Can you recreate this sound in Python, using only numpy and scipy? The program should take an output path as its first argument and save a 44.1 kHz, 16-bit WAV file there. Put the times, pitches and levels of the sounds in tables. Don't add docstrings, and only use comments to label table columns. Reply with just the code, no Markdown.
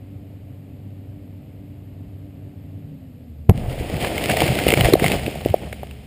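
import sys
import numpy as np
from scipy import signal
from scipy.fft import rfft, irfft
from scipy.io import wavfile
from scipy.ndimage import uniform_filter1d

SR = 44100
rng = np.random.default_rng(int(sys.argv[2]) if len(sys.argv) > 2 else 0)


def dump_mix(stems):
    frames = np.atleast_2d(stems).T
    limited = np.clip(frames, -1, 1)
    pcm = np.round(limited * 32767).astype(np.int16)
    wavfile.write(sys.argv[1], SR, pcm)


N = 267594
TIME = np.arange(N) / SR

# centre in seconds, peak in dB, pitch in Hz, length in cycles.
BOOM_SWINGS = [(3.4963, 13.5, 106, 0.26), (3.5072, -2, 91, 1), (3.5172, -6.5, 90, 0.58),
               (3.5305, -13, 151.6, 1)]


def amp(db):
    return 10 ** (np.asarray(db) / 20)


def unit(x):
    return x / np.sqrt(np.mean(x ** 2) + 1e-20)


def gains(spectrum, hz):
    point_hz, point_db = np.transpose(spectrum)
    return amp(np.interp(np.log(hz + 1), np.log(point_hz + 1), point_db))


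def colour(x, spectrum, size=4096):
    log_gain = np.log(gains(spectrum, abs(np.fft.fftfreq(size, 1 / SR))))
    min_phase = np.exp(np.conj(signal.hilbert(log_gain)))
    taps = np.fft.ifft(min_phase).real
    return signal.oaconvolve(x, taps[:size // 2])[:N]


def coloured_noise(spectrum):
    return unit(colour(rng.standard_normal(N), spectrum))


def drift(hz):
    f = np.fft.rfftfreq(N, 1 / SR)
    return unit(irfft(rfft(rng.standard_normal(N)) * np.exp(-(f / hz) ** 2), N))


def add(mix, s, sound):
    part = mix[round(s * SR):][:len(sound)]
    part += sound[:len(part)]


def engine():
    # multiple of the firing rate, level at work in dB, level at idle in dB.
    orders = [(1, -40, -39.5), (2, -54.5, -64), (3, -51, -49.5), (4, -62, -88), (6, -71, -61.5)]
    # frequency in Hz, relative density in dB per Hz.
    roar_spectrum = [(15, -50), (35, -27), (48, -7), (63, -2.5), (80, 1.5), (125, 2), (200, -7.5),
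                     (270, -5), (330, -19), (570, -20), (800, -28.5), (1100, -29.5), (2100, -40),
                     (3000, -39), (5000, -59.5)]
    work_hz, idle_hz = 97, 70.4
    throttle_s, coast_s, coast_shape = 2.8, 0.43, 1.4
    roar_work_db, roar_idle_db = -39.5, -43
    cut_db, cut_after_s, cut_width_s = -16, 0.24, 0.13
    drone_hz, drone_peak_s, drone_peak_db = 152.5, 2.9, -39.5
    drone_rise_db_per_s, drone_fade_db_per_s = 19, 80

    coasting_s = np.maximum(TIME - throttle_s, 0)
    idling = 1 - np.exp(-(coasting_s / coast_s) ** coast_shape)
    firing_hz = work_hz + (idle_hz - work_hz) * idling
    turns = np.cumsum(firing_hz * (1 + 0.0026 * drift(6.7))) / SR

    sink_db = cut_db * np.exp(-((TIME - throttle_s - cut_after_s) / cut_width_s) ** 2)

    drone_drop_db = np.maximum(drone_rise_db_per_s * (drone_peak_s - TIME),
                               drone_fade_db_per_s * (TIME - drone_peak_s))
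    drone_db = drone_peak_db - drone_drop_db + drift(19)
    hum = amp(drone_db) * np.cos(2 * np.pi * drone_hz * TIME)

    for k, order_work_db, order_idle_db in orders:
        db = order_work_db + idling * (order_idle_db - order_work_db)
        if k == 1:
            db = db + sink_db
        pipe_db = 6 * np.exp(-((k * firing_hz - 262) / 20) ** 2)
        waver_db = 1.8 * drift(7)
        hum += amp(db + pipe_db + waver_db) * np.cos(2 * np.pi * (k * turns + rng.random()))

    roar = coloured_noise(roar_spectrum) * (1 + 0.17 * np.cos(2 * np.pi * turns))
    roar_db = roar_work_db + (roar_idle_db - roar_work_db) * idling
    return np.sqrt(2) * hum + amp(roar_db) * roar


def air():
    whine_hz, whine_width_hz = 12030, 1000
    whine = unit(drift(whine_width_hz) * np.cos(2 * np.pi * whine_hz * TIME))
    hiss = coloured_noise([(1000, -14), (2600, 0), (4500, 2.5), (9000, -5), (15000, -14)])
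    return amp(-67.5) * whine + amp(-67) * hiss


def blows(rows, delay_s=0):
    out = np.zeros(N)
    t = np.arange(-2048, 2048) / SR
    for s, db, hz, cycles in rows:
        swing = np.sin(2 * np.pi * hz * t) * np.exp(-(hz * t / cycles) ** 2)
        add(out, s + delay_s + t[0], amp(db) * swing / abs(swing).max())
    return out


def boom():
    shot_s = BOOM_SWINGS[0][0]
    age_s = np.maximum(TIME - shot_s, 0)

    crack = coloured_noise([(400, -5), (2500, 7), (6000, -8), (10000, -16), (15000, -35)])
    front = np.exp(-((TIME - shot_s) / 0.0012) ** 2)

    puff = coloured_noise([(60, -8), (170, 10), (450, -12), (1000, -21), (3000, -44), (15000, -51)])
    puff_decay = (age_s > 0) * amp(-60 * age_s / 0.14)

    ground = coloured_noise([(18, -1), (32, 13), (50, -4), (85, 9), (130, 1), (300, -43)])
    swell = age_s / 0.19 * np.exp(1 - age_s / 0.16)

    return (blows(BOOM_SWINGS) + amp(-20.5) * crack * front
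            + amp(-6) * puff * puff_decay + amp(-23.5) * ground * swell ** 2)


def sizzle(x):
    speed = uniform_filter1d(abs(np.gradient(x)), size=24)
    fizz = coloured_noise([(2000, -19), (4000, -10), (10000, -19), (11500, 10), (12600, 7),
                           (14000, -22), (16000, -31)])
    return amp(2.5) * np.minimum(speed, 0.12) * fizz


def landings():
    # time in seconds, peak in dB, pitch in Hz, length in cycles.
    # Clods' pushes and contacts come a few ms after the listed time.
    clod_thuds = [(3.505, -12.5, 700, 1), (3.808, -21, 374, 1), (4.291, -13, 664, 0.74),
                  (4.336, -11, 623, 0.57), (4.367, -12.5, 634, 1), (4.416, -2, 785, 0.47),
                  (4.664, -4, 444, 0.49), (4.685, -8, 407, 0.29), (4.726, -8.5, 427, 1),
                  (4.735, -5, 470, 0.4), (4.855, -13, 670, 1), (4.884, -3.5, 400, 0.36),
                  (4.923, -8, 460, .75), (4.936, 2.5, 361, 0.99), (4.952, -1.5, 610, 0.97),
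                  (5.022, -12.5, 393, 0.81), (5.277, -13, 377, .48), (5.354, -22.5, 594, 1),
                  (5.457, -5, 330, 0.29), (5.539, -1.5, 587, 0.79), (5.726, -22.5, 600, 0.67),
                  (5.829, -18.5, 700, 0.58)]
    lump_thumps = [(3.686, -12.5, 90, .7), (3.805, -21, 69.4, .95), (4.44, -11.5, 131, 0.64),
                   (4.773, -20, 90, .45), (4.783, -18, 111, 0.59), (4.809, -18, 127, 0.56),
                   (4.858, -8.5, 61, 0.25), (4.936, -11.5, 139, .93), (5.024, -9.5, 238, 0.79),
                   (5.272, -17.5, 221, 0.46), (5.499, -19, 101, 0.38), (5.51, -13, 91, 0.62)]
    contacts = [(s, db - 12.5, 1.17 * hz, 0.45) for s, db, hz, _ in clod_thuds]
    pushes = blows(clod_thuds, delay_s=0.00404)
    return pushes + blows(contacts, delay_s=0.00371) + blows(lump_thumps)


def steady_fall(crest_s, db, rise_db_per_s, fade_db_per_s):
    rounding_s = 0.74
    slope = np.where(TIME < crest_s, rise_db_per_s, fade_db_per_s)
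    return amp(db - slope * (np.hypot(TIME - crest_s, rounding_s) - rounding_s))


def fall():
    # start in seconds, time to the peak
    # in seconds, earth level in dB, clod level in dB, grit level in dB.
    slumps = [(3.515, 0.041, -20, -32.5, -41.5), (3.68, 0.038, -30, -36, -40), (3.77, 0.029, -29, -38, -40),
              (3.909, 0.033, -27, -31.5, -39), (3.989, 0.045, -35, -26.5, -30.5),
              (4.278, 0.028, -24.5, -24.5, -25), (4.364, 0.054, -31.5, -23, -25.5),
              (4.466, 0.037, -17, -28, -32.5), (4.655, 0.031, -22.5, -23, -26),
              (4.754, 0.035, -15.5, -20.5, -26), (4.825, 0.035, -18, -19, -23),
              (4.94, 0.032, -23, -27, -47), (5.005, 0.051, -23.5, -24, -25.5),
              (5.09, 0.039, -24, -26, -26.5), (5.438, 0.028, -29, -33.5, -41.5),
              (5.59, .045, -34.5, -37, -52)]
    earth = steady_fall(crest_s=5, db=-30.5, rise_db_per_s=2.5, fade_db_per_s=26.5)
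    clods = steady_fall(crest_s=4.5, db=-27.5, rise_db_per_s=22.5, fade_db_per_s=25.5)
    grit = steady_fall(crest_s=4.5, db=-28, rise_db_per_s=47.5, fade_db_per_s=26)
    for s, rise_s, earth_db, clods_db, grit_db in slumps:
        age = np.maximum(TIME - s, 0) / rise_s
        surge = (age * np.exp(1 - age)) ** 2
        earth = np.hypot(earth, amp(earth_db) * surge)
        clods = np.hypot(clods, amp(clods_db) * surge)
        grit = np.hypot(grit, amp(grit_db) * surge)
    return earth, clods, grit


def shower(per_s, spread_db):
    size = amp(spread_db * np.minimum(rng.exponential(1, N), 4))
    sign = rng.choice([-1., 1.], N)
    lands = rng.random(N) < per_s / SR
    return unit(size * sign * lands)


def debris(earth_level, clod_level, grit_level):
    # frequency in Hz, relative density in dB per Hz.
    earth_spectrum = [(20, -42), (40, 0), (70, 2.5), (140, 4.5), (220, -4.5), (400, -28.5), (900, -58)]
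    clod_spectrum = [(80, -20), (200, 2), (400, 2.5), (700, 0.5), (1000, -6.5), (1600, -14), (4000, -53)]
    grit_spectrum = [(300, 2.5), (900, -4), (1500, -2.5), (2200, 0), (3100, 1.5), (3800, -4.5), (5200, -3),
                     (7500, -10), (9500, -9.5), (15000, -16)]
    airborne = np.clip((TIME - 3.51) / 0.02, 0, 1)
    earth = unit(colour(shower(per_s=540, spread_db=4), earth_spectrum))
    clods = unit(colour(shower(per_s=900, spread_db=3), clod_spectrum))
    grains = shower(per_s=2500, spread_db=2) + 1.01 * rng.standard_normal(N)
    clumps = grains * amp(drift(105))
    pebbles = shower(per_s=120, spread_db=6.5)
    grit = unit(colour(clumps + amp(-4) * pebbles, grit_spectrum))
    return airborne * (earth * earth_level + clods * clod_level + grit * grit_level)


def small_stones(grit_level, count):
    from_s, to_s = 3.9, 5.6
    over_grit_db, spread_db, ring_hz, knock_db = 13.5, 1, 2460, -16
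    when, size, ring = rng.random((count, 3)).T
    s = from_s + (to_s - from_s) * (np.arange(count) + when) / count
    grit_db = 20 * np.log10(np.interp(s, TIME, grit_level))
    db = grit_db + over_grit_db + spread_db * (2 * size - 1)
    hz = ring_hz * 1.63 ** (ring - 0.5)
    return [(*row, knock_db) for row in zip(s, db, hz)]


def cracks(rows):
    # multiple of the stone's ring, level in dB, t60 in seconds.
    stone_modes = [(1, -1, 0.0089), (1.33, -6, 0.0064), (1.8, -15, .003), (3.2, -4.5, 0.0015),
                   (4.6, -5, 0.0016)]
    full_knock_s, crunch_db = 0.0021, -14.5
    halving_db = 13.5
    out = np.zeros(N)
    t = np.arange(2048) / SR
    since_s = np.maximum(t - 0.0018, 0)
    dull = signal.butter(2, [600, 1900], "band", fs=SR, output="sos")
    for s, db, hz, knock_db in rows:
        detune = 1 + 0.047 * rng.uniform(0.17, 1, len(stone_modes))
        snap = np.zeros(len(t))
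        for (ratio, mode_db, t60_s), d in zip(stone_modes, detune):
            decay = amp(mode_db - 60 * since_s / t60_s)
            snap += decay * np.sin(2 * np.pi * hz * ratio * d * since_s)
        knock = unit(signal.sosfilt(dull, rng.standard_normal(len(t))))
        crunch = unit(signal.lfilter([1], [1, -0.35], rng.laplace(size=len(t))))
        length_s = full_knock_s * 2 ** (knock_db / halving_db)
        contact = (t / length_s / 2) ** 2 * np.exp(2 - t / length_s)
        crush = (amp(knock_db) * knock + amp(crunch_db) * crunch) * contact
        add(out, s - 0.0004, amp(db) * (snap / abs(snap).max() + crush))
    return out


def bank(x):
    t = np.arange(SR // 2) / SR
    sparse = rng.standard_normal(len(t)) * (rng.random(len(t)) < 2000 / SR)
    taps = sparse * (t > 0.004) * amp(-60 * t / 0.21)
    echo = signal.oaconvolve(x, taps / np.linalg.norm(taps))[:N]
    return colour(echo, [(100, 5), (2500, 14), (12000, 30.5)])


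def scene():
    # time in seconds, snap peak in dB, nominal ring in Hz, dull knock in dB re the snap.
    large_stones = [(4.0456, -14.5, 2900, -5), (4.1788, -10.5, 2100, -14), (4.239, -10.5, 2900, -23),
                    (4.2968, -5, 2150, -11), (4.3685, -8, 2300, -9.5), (4.4782, -11, 2800, -11),
                    (4.587, -9.5, 2370, -10), (4.6815, -2.5, 2860, -21), (4.6863, -3.5, 2480, -16),
                    (4.7036, -5, 2620, -27), (4.7207, -3, 2100, -16), (4.7373, 0, 2270, -20),
                    (4.8083, -3, 2960, -19), (4.8449, -7, 1860, -10.5), (4.9344, 0.5, 4040, -20.5),
                    (4.996, -9.5, 2030, -13.5), (5.0413, -7, 1920, -8.5), (5.0619, -3.5, 2150, -22),
                    (5.1175, -5, 2590, -23), (5.2629, -13, 2650, -21), (5.4999, -21.5, 3050, -21),
                    (5.5415, -30, 1870, -8), (5.7265, -18, 2080, -13), (5.8315, -33.5, 1830, -4.5),
                    (5.91, -26.5, 2750, -23)]
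    earth, clods, grit = fall()
    thuds = landings()
    hits = thuds + cracks(large_stones + small_stones(grit, count=26))
    shot = boom() + sizzle(blows(BOOM_SWINGS) + thuds)
    falling = debris(earth, clods, grit)
    return (engine() + air() + shot + falling + hits + amp(-38.5) * bank(hits))[None]


def lag(x, seconds):
    keep = np.exp(-1 / (seconds * SR))
    return signal.lfilter([1 - keep], [1, -keep], x)


def record(dry):
    # frequency in Hz, gain in dB.
    port_response = [(20, -2.5), (520, 1), (730, 3), (1000, -6.5), (1500, -4.5), (2100, 4), (5200, -5),
                     (6000, -19.5), (6700, -4), (9900, 2.5), (10800, -12.5), (11500, -1), (12600, -4.5),
                     (13300, -2), (14500, 2.5), (15200, 6.5), (16000, -44)]
    limit_db, sense_s, duck_s, recover_db_per_s = -12.5, 0.0093, 0.012, 148
    heard = colour(dry[0], port_response)
    power_db = 10 * np.log10(lag(np.clip(heard, -1, 1) ** 2, sense_s) + 1e-12)
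    excess_db = np.maximum(power_db - limit_db, 0)
    recovery_db = recover_db_per_s * TIME
    duck_db = np.maximum.accumulate(excess_db + recovery_db) - recovery_db
    clipped = np.clip(heard * amp(-lag(duck_db, duck_s)), -1, 1)
    band_limit = signal.firwin(255, 16500, window=("kaiser", 9), fs=SR)
    return signal.oaconvolve(clipped, band_limit, "same")[None]


dry = scene()
out = record(dry)
dump_mix(out)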